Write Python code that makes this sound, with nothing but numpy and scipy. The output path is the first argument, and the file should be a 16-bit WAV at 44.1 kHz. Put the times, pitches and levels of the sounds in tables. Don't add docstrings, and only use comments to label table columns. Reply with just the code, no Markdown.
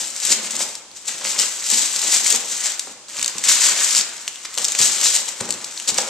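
import sys
import numpy as np
from scipy import signal
from scipy.fft import rfft, irfft, next_fast_len
from scipy.io import wavfile
from scipy.ndimage import map_coordinates

SR = 44100
rng = np.random.default_rng(int(sys.argv[2]) if len(sys.argv) > 2 else 0)


def transcribe(signal):
    frames = np.atleast_2d(signal).T
    limited = np.clip(frames, -1, 1)
    pcm = np.round(limited * 32767).astype(np.int16)
    wavfile.write(sys.argv[1], SR, pcm)


def boost(x):
    u = np.asarray(x, float) / 20
    return 10 ** u


N = 268657

# f/Hz, relative level/dB
FIBRE_COLOUR = [(300, -68), (1500, -9.5), (3000, 3.5), (5000, 1.5), (8000, 3), (14000, 3)]


def along(points, hz):
    f, v = np.transpose(points)
    return np.interp(np.log(hz + 1), np.log(f + 1), v)


def unit(x):
    return x / np.sqrt(np.mean(x ** 2) + 1e-20)


def filtered(x, response):
    m = next_fast_len(x.shape[-1] + 8192)
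    spectrum = rfft(x, m) * response(np.fft.rfftfreq(m, 1 / SR))
    return irfft(spectrum, m)[..., :x.shape[-1]]


def causal(points):
    cepstrum = irfft(np.log(boost(along(points, np.fft.rfftfreq(2048, 1 / SR)))))
    folded = np.r_[cepstrum[0], 2 * cepstrum[1:1024], np.zeros(1024)]
    return irfft(np.exp(rfft(folded)))[:1024]


def wobble(rate):
    return map_coordinates(rng.standard_normal(N // 100), [np.arange(N) * rate / SR])


def ticks(count, spread_db, clump_db, clump_rate, scatter_db):
    when, size, sign = rng.random((count, 3)).T
    tail = np.minimum(-np.log(size + 1e-9), 5)
    size = boost(spread_db * tail) * np.sign(sign - .5)
    facing = boost(scatter_db * rng.standard_normal((2, count)))
    start = (when * N).astype(int)
    trains = np.array([np.bincount(start, size * f, N) for f in facing])
    return unit(trains * boost(clump_db * wobble(clump_rate)))


def coloured(train, points):
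    kernel = causal(points)
    kernel = kernel / np.linalg.norm(kernel)
    return signal.fftconvolve(np.atleast_2d(train), kernel[None], axes=1)[:, :N]


def grains(start, size, hz, cycles):
    t = np.arange(128) / SR
    decay = np.exp(-hz[:, None] * t / cycles)
    rows = size[:, None] * np.sin(2 * np.pi * hz[:, None] * t) * decay
    return np.bincount((start[:, None] + np.arange(128)).ravel(), rows.ravel(), N + 128)[:N]


def handling(index):
    # t/s, relative loose rustle level/dB, creases over tearing/dB, relative box rubbing level/dB
    hands = [(0, -33.5, -9, -22.5), (.3, -32, -5, -25), (.47, -30, -2.5, -11.5), (.7, -31, -16, -22.5),
             (.88, -57, -16, -47), (1.04, -42.5, -6, -22.5), (1.22, -32, -0.5, -15),
             (1.52, -30, -9.5, -25.5), (1.75, -32, -7, -27), (2.12, -22, -9, -22), (2.4, -29, -9.5, -22.5),
             (2.72, -35.5, -1, -29), (2.89, -37, -15, -16.5), (3.0, -58, -10, -26), (3.074, -67, -18, -42),
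             (3.086, -39.5, -1, -20), (3.42, -32.5, -3, -22), (3.7, -41, -6.5, -30.5), (4.03, -33, -7, -23),
             (4.42, -40.5, -2, -32), (4.6, -38.5, -6, -17), (4.9, -20, -7, -23), (5.2, -48, -8.5, -27),
             (5.41, -35, -2, -12.5), (5.74, -35, -5, -26), (5.86, -35, -4.5, -22), (6.09, -37, -2.5, -15)]
    columns = np.transpose(hands)
    return np.interp(np.arange(N) / SR, columns[0], columns[index])


def tearing():
    # start t/s, rise t/s, hold t/s, fall t/s, relative level/dB
    pulls = [(-.03, 0.02, 0.0093, 0.22, -22.5), (0.167, 0.068, 0.035, 0.074, -23),
             (0.253, 0.065, 0.0055, 0.038, -12), (0.416, 0.023, .01, .06, -31.5),
             (0.548, 0.071, .005, 0.049, -19.5), (0.942, 0.021, 0.0093, .03, -35),
             (1.058, 0.026, .005, 0.14, -24), (1.234, .012, 0.038, 0.33, -24),
             (1.377, 0.013, 0.026, 0.15, -17), (1.576, 0.14, 0.13, 0.12, -19),
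             (1.896, 0.045, 0.24, 0.064, -24), (2.083, 0.055, 0.0042, 0.12, -12),
             (2.231, 0.029, 0.092, 0.045, -18), (2.47, 0.049, .005, 0.43, -24.5),
             (2.625, 0.03, .005, 0.093, -19.5), (3.098, 0.083, .005, 0.34, -29.5),
             (3.433, 0.007, 0.29, 0.072, -20), (3.481, 0.0059, 0.013, 0.1, -9),
             (3.6, 0.013, .08, .04, -16.5), (3.751, 0.014, 0.248, .015, -19),
             (3.935, .02, 0.056, 0.012, -23.5), (4.448, .004, 0.0075, 0.0064, -26.5),
             (4.562, 0.026, 0.14, .02, -27.5), (4.775, 0.017, 0.069, .05, -15.5),
             (4.912, 0.14, 0.0043, 0.24, -14), (5.12, 0.029, .005, 0.076, -13),
             (5.245, 0.037, 0.0042, 0.089, -24), (5.398, 0.0071, 0.0059, 0.018, -28),
             (5.875, 0.0042, 0.023, 0.013, -20.5), (5.925, 0.044, .02, 0.17, -25.5),
             (6.04, 0.054, .05, .1, -29)]
    rise_db, fall_db = 17.5, 27
    t = np.arange(0, N, 32) / SR
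    power = boost(2 * handling(index=1)[::32])
    for start, *stages, db in pulls:
        rise, hold, fall = np.maximum(stages, .002)
        growth = rise_db * (t - start - rise) / rise
        release = fall_db * (start + rise + hold - t) / fall
        swell_db = np.minimum(growth, release)
        power = power + boost(2 * (db + np.clip(swell_db, -120, 0)))
    return np.interp(np.arange(N) / SR, t, 10 * np.log10(power))


def fibres(tear_db):
    train = ticks(count=22000, spread_db=0.5, clump_db=2.0, clump_rate=90, scatter_db=3.0)
    return coloured(boost(tear_db - 11.5) * train, FIBRE_COLOUR)


def creases(tear_db):
    when, size = rng.random((15000, 2)).T
    start = (when * N).astype(int)
    level_db = tear_db + handling(index=2) - 11.5 + 2.57 * wobble(80)
    taut = boost(0.11 * (tear_db[start] + 28))
    hz = np.clip(3300 * taut * np.exp(0.4 * rng.standard_normal(len(when))), 600, 9000)
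    size_db = 3.33 * np.minimum(-np.log(size + 1e-9), 4)
    pops = grains(start, boost(level_db[start] + size_db), hz, cycles=0.9)
    return filtered(pops, lambda f: (1j * f / (1j * f + 450)) ** 2)


def cardboard(hz, upper):
    # f/Hz, bandwidth f/Hz, relative level/dB
    modes = [(105, 31, -10.5), (223, 39.5, 0.5), (336, 100, -3.5), (548, 100, -3.5), (812, 92, -2),
             (1130, 1300, -10.5)]
    response = 0
    for k, (centre, width, db) in enumerate(modes):
        if (centre > 500) == upper:
            damping = 1j * hz * width
            response = response + (-1) ** k * boost(db) * damping / (centre ** 2 - hz * hz + damping)
    return response


def box(tear_db):
    # t/s, relative level/dB, upper modes relative level/dB, floor thud relative level/dB
    knocks = [(0.31, -23, -16, -20), (0.605, -26, 10, -33), (1.097, -42, 15, -24), (1.722, -21.5, 0.5, -28),
              (1.959, -40, 12, -25), (2.872, -32.5, 8, -33), (3.186, -29, -6, -13), (3.353, -27, 1, -16),
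              (4.576, -35, 19, -32), (4.803, -31, 3, 0), (5.41, -17, 0, -11.5), (5.49, -22.5, 4, -19),
              (5.918, -23.5, -4, -14), (5.986, -27, 21.5, -36)]
    shudder_db, shudder_upper_db, shudder_t60_s = -4, -10.5, 0.47
    rub_follows, rub_offset_db = 0.7, -8.5
    rub_db = handling(index=3) + rub_follows * tear_db + rub_offset_db
    rub = boost(rub_db) * ticks(count=6000, spread_db=2.2, clump_db=3.3, clump_rate=26, scatter_db=1.0)
    low, high, thud = np.zeros((3, N))
    fading = boost(-60 * np.arange(SR // 3) / SR / shudder_t60_s)
    chatter = fading * rng.standard_normal((len(knocks), SR // 3))
    for (s, db, upper_db, thud_db), after in zip(knocks, chatter):
        start = round(s * SR)
        after = after[:N - start]
        low[start:][:len(after)] += boost(db + shudder_db) * after
        high[start:][:len(after)] += boost(db + upper_db / 2 + shudder_upper_db) * after
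        low[start] = boost(db + 23)
        high[start] = boost(db + upper_db + 22.0)
        thud[start] = boost(db + thud_db + 38.5)
    boards = lambda hz: 1j * hz * 70 / (105 ** 2 - hz * hz + 1j * hz * 70)
    lower_box = filtered(low + boost(11) * rub, lambda hz: cardboard(hz, False))
    upper_box = filtered(high + boost(13.0) * rub, lambda hz: cardboard(hz, True))
    return lower_box + upper_box + filtered(thud, boards)


def small_snaps(tear_db, count):
    over_tearing_db, spread_db = 10, 2.5
    median_hz, panel_db, pan_spread_db = 4700, -13, 3.5
    when, chance = rng.random(count) * N, rng.standard_normal((count, 3)).T
    db = tear_db[when.astype(int)] + over_tearing_db + spread_db * chance[0]
    hz = np.clip(median_hz * np.exp(0.16 * chance[1]), 1500, 6000)
    return np.transpose([when / SR, db, hz, np.full(count, panel_db), pan_spread_db * chance[2]])


def snaps(tear_db):
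    # t/s, relative peak level/dB, panel f/Hz, panel relative level/dB, left over right level/dB
    loud_snaps = [(.1022, -11, 4800, -17, 2), (.163, -9, 5630, -16, -2), (.201, -9, 5360, -20, 2),
                  (.251, 0, 5030, -22, 10), (.3187, -8, 5200, -3, 7), (.5067, -11.5, 5100, -14, -2),
                  (.5536, -3, 5300, -19, -2), (.565, -5, 5200, -20, 0), (.636, -11, 5300, -18, 0),
                  (.7532, -11.5, 5530, -10, 2), (.915, -23, 4470, -12, 2), (1.0864, -6.5, 4500, -22, 4),
                  (1.3014, -9, 2980, -21, 9), (1.3425, -9, 4480, -24, 4), (1.3897, -7, 5230, -2, 0),
                  (1.3983, 0, 5100, -13, 10), (1.701, -1, 4400, -25, 10), (1.7164, -6, 5440, -26, 9),
                  (1.741, -8, 4260, -18, 2), (1.783, -6, 5070, -17, 0), (1.9615, -3, 4540, -9, -1),
                  (2.017, -3.5, 4620, -14, 3), (2.1206, -5, 5350, -9, 0), (2.243, -8, 5270, -21, 0),
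                  (2.2623, -7.5, 2230, -4.5, 0), (2.279, -4, 5100, -27, 9), (2.3034, 4, 3350, -21, 6),
                  (2.3244, 5, 5320, -33, 4), (2.36, -2, 2060, -27, 14), (2.499, -11, 2800, -14, -2),
                  (2.642, -11, 5040, -13, 4), (2.7197, -9, 3260, -19, 4), (2.7942, 0.5, 5660, -45, 2),
                  (3.0835, -25, 4320, -7, -8), (3.0986, -19, 4340, -12, -4), (3.168, -9, 2760, -13, -3),
                  (3.1887, -8, 5390, -14, 0), (3.1946, -8, 2390, -11, 0), (3.2136, -6, 5500, -17, -7),
                  (3.2274, 0.5, 2300, -17, 1), (3.245, -2.5, 4460, -9, 2), (3.26, -2, 5500, -22, 0),
                  (3.2787, 0, 5500, -31, -5), (3.3822, -6, 4620, -32, -8), (3.4391, 0.5, 2070, -18, -1),
                  (3.491, -6, 4430, -24, 0), (3.5534, -7, 4150, -10, -2), (3.7713, -17, 5200, -19, -9),
                  (3.9115, -8, 4980, -19, 0), (3.9497, 2, 5000, -13, -2), (3.967, 1, 4460, -8, -4),
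                  (4.011, -4, 4830, -7, -2), (4.2785, -1, 2900, -10.5, -0.5), (4.283, -18, 4430, -6, -2),
                  (4.358, -17, 3200, -7.5, 3), (4.4495, -14, 5380, -12, 0), (4.5417, -7.5, 5430, -28, -1),
                  (4.551, -15, 5000, -20, 3), (4.5766, -1, 4420, -15, 7), (4.583, 1, 2970, -14.5, -1),
                  (4.6448, 4.5, 5120, -37, -2), (4.6511, -9, 5470, 1, 5), (4.6835, 0.5, 5430, -22, -5),
                  (4.7207, -1, 4080, -28, 0), (4.7502, -4.5, 2470, -9.5, 0), (4.788, -6, 5200, -20, 7),
                  (4.8142, 7, 5270, -19, 6), (4.846, -2, 5160, -22, 0), (4.855, 8, 4520, -31, -4),
                  (5.0569, -10, 4750, -21, 8), (5.2813, -18, 3160, -4, 5), (5.408, -6, 4430, -22, 0),
                  (5.4909, -10, 4960, -25, 2), (5.5063, 0, 4330, -16, 3), (5.5248, -10, 4550, -12, 4),
                  (5.54, -9, 4200, -15, -4), (5.6441, -6.5, 4800, -11, 2), (5.7763, -14.5, 4160, -4, 0),
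                  (5.7997, -8, 2880, -11, 0), (5.876, -9, 4720, -8, 6), (5.89, -2.5, 4400, -8, -4),
                  (5.905, -7, 4460, -9, -2), (5.943, -7, 5070, -15, 0), (5.9783, -6, 5020, -17, 8),
                  (5.9835, 4, 5800, -16, -9), (6.0028, -6, 4760, -11, 2)]
    crackle_t60_s = 0.022
    s, db, hz, panel_db, pan_db = np.r_[loud_snaps, small_snaps(tear_db, count=70)].T
    start, t = np.round(s * SR).astype(int), np.arange(900)
    fading = np.tile(boost(-60 * t / SR / crackle_t60_s), (len(s), 1))
    sparse = rng.random(fading.shape) < .15
    burst = 0.57 * fading * rng.standard_normal(fading.shape) * sparse
    burst[:, 0] = 1
    positions = (start[:, None] + t).ravel()
    out = []
    for side in (boost(pan_db / 2), boost(-pan_db / 2)):
        sized = burst * (side * boost(db - 11))[:, None]
        train = np.bincount(positions, sized.ravel(), N + SR)[:N]
        panel = grains(start, side * boost(db + panel_db - 4), hz, cycles=2.2)
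        out.append(coloured(train, FIBRE_COLOUR)[0] + panel)
    return filtered(np.array(out), lambda f: (1j * f / (1j * f + 700)) ** 2)


def floor_echo(x):
    lag = np.array([[.00095], [.00105]])
    return filtered(x, lambda hz: 1 + 0.065 * np.exp(-2j * np.pi * hz * lag))


def pair(noise):
    # f/Hz, correlation (0-1)
    alike = [(60, 0), (200, 0.97), (700, 0.91), (2000, 0.69), (4000, 0), (8000, 0)]
    turn = lambda hz: np.arccos(np.clip(along(alike, hz), 0, 1)) / 2
    mid, side = filtered(noise, lambda hz: np.array([np.cos(turn(hz)), np.sin(turn(hz))]))
    return np.array([mid + side, mid - side])


def room(x):
    # f/Hz, t60 t/s
    decay = [(150, 0.35), (1000, 1), (4000, 0.46), (8000, 0.25), (14000, 0.25)]
    step, out = SR // 24, np.zeros((2, N + 2 * SR))
    for start in range(0, N, step):
        hz, t, z = signal.stft(pair(rng.standard_normal((2, SR // 2))), SR, nperseg=256)
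        fading = boost(-60 * t / along(decay, hz)[:, None])
        tail = signal.istft(z * fading, SR, nperseg=256)[1]
        wet = signal.fftconvolve(x[None, start:start + step], tail / np.linalg.norm(tail[0]), axes=1)
        out[:, start + 200:][:, :wet.shape[1]] += wet
    return out[:, :N]


def quiet_air():
    # f/Hz, relative spectral density level/dB
    air_colour = [(18, -63), (30, -23), (70, -24), (201, -20.5), (260, -17.5), (806, -19.5), (1130, -19),
                  (1310, -22.5), (7750, -13), (14000, -49)]
    noise = pair(rng.standard_normal((2, N)))
    return unit(filtered(noise, lambda hz: boost(along(air_colour, hz))))


def microphone_ports(dry):
    # f/Hz, relative gain level/dB
    left_port = [(3000, 1.5), (6200, 10.5), (7600, 17.5), (8300, 12.5), (9600, 0.5), (11000, -4),
                 (14000, -6.5)]
    # f/Hz, relative gain level/dB
    right_port = [(3000, 1.5), (5500, 8), (6700, 13), (7600, 8), (8300, -2), (10300, -13), (12400, -22.5),
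                  (14000, -43.5)]
    ports = np.array([causal(left_port), causal(right_port)])
    return signal.fftconvolve(dry, ports, axes=1)[:, :N]


def scene():
    tear_db = tearing()
    rustle = fibres(tear_db) + creases(tear_db) + box(tear_db)
    snap = snaps(tear_db)
    beamed = boost(-4) * snap
    return floor_echo(rustle + snap) + boost(-5) * room((rustle + beamed).mean(axis=0))


def roll_off(x):
    return signal.sosfilt(signal.butter(12, 15540, fs=SR, output="sos"), x)


def record(dry):
    x = microphone_ports(dry)
    lag = np.array([[.00003], [0]])
    bass_cut = lambda hz: (1j * hz / (1j * hz + 80)) ** 3
    x = filtered(boost(7.0) * x, lambda hz: bass_cut(hz) * np.exp(-2j * np.pi * hz * lag))
    x = x + boost(-43.5) * quiet_air()
    x = x / (1 + np.abs(x / .95) ** 5) ** (1 / 5)
    top_hz = 14200
    x = filtered(x, lambda hz: np.where(hz < top_hz, 1, boost(-38)))
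    return roll_off(x)


dry = scene()
out = record(dry)
transcribe(out)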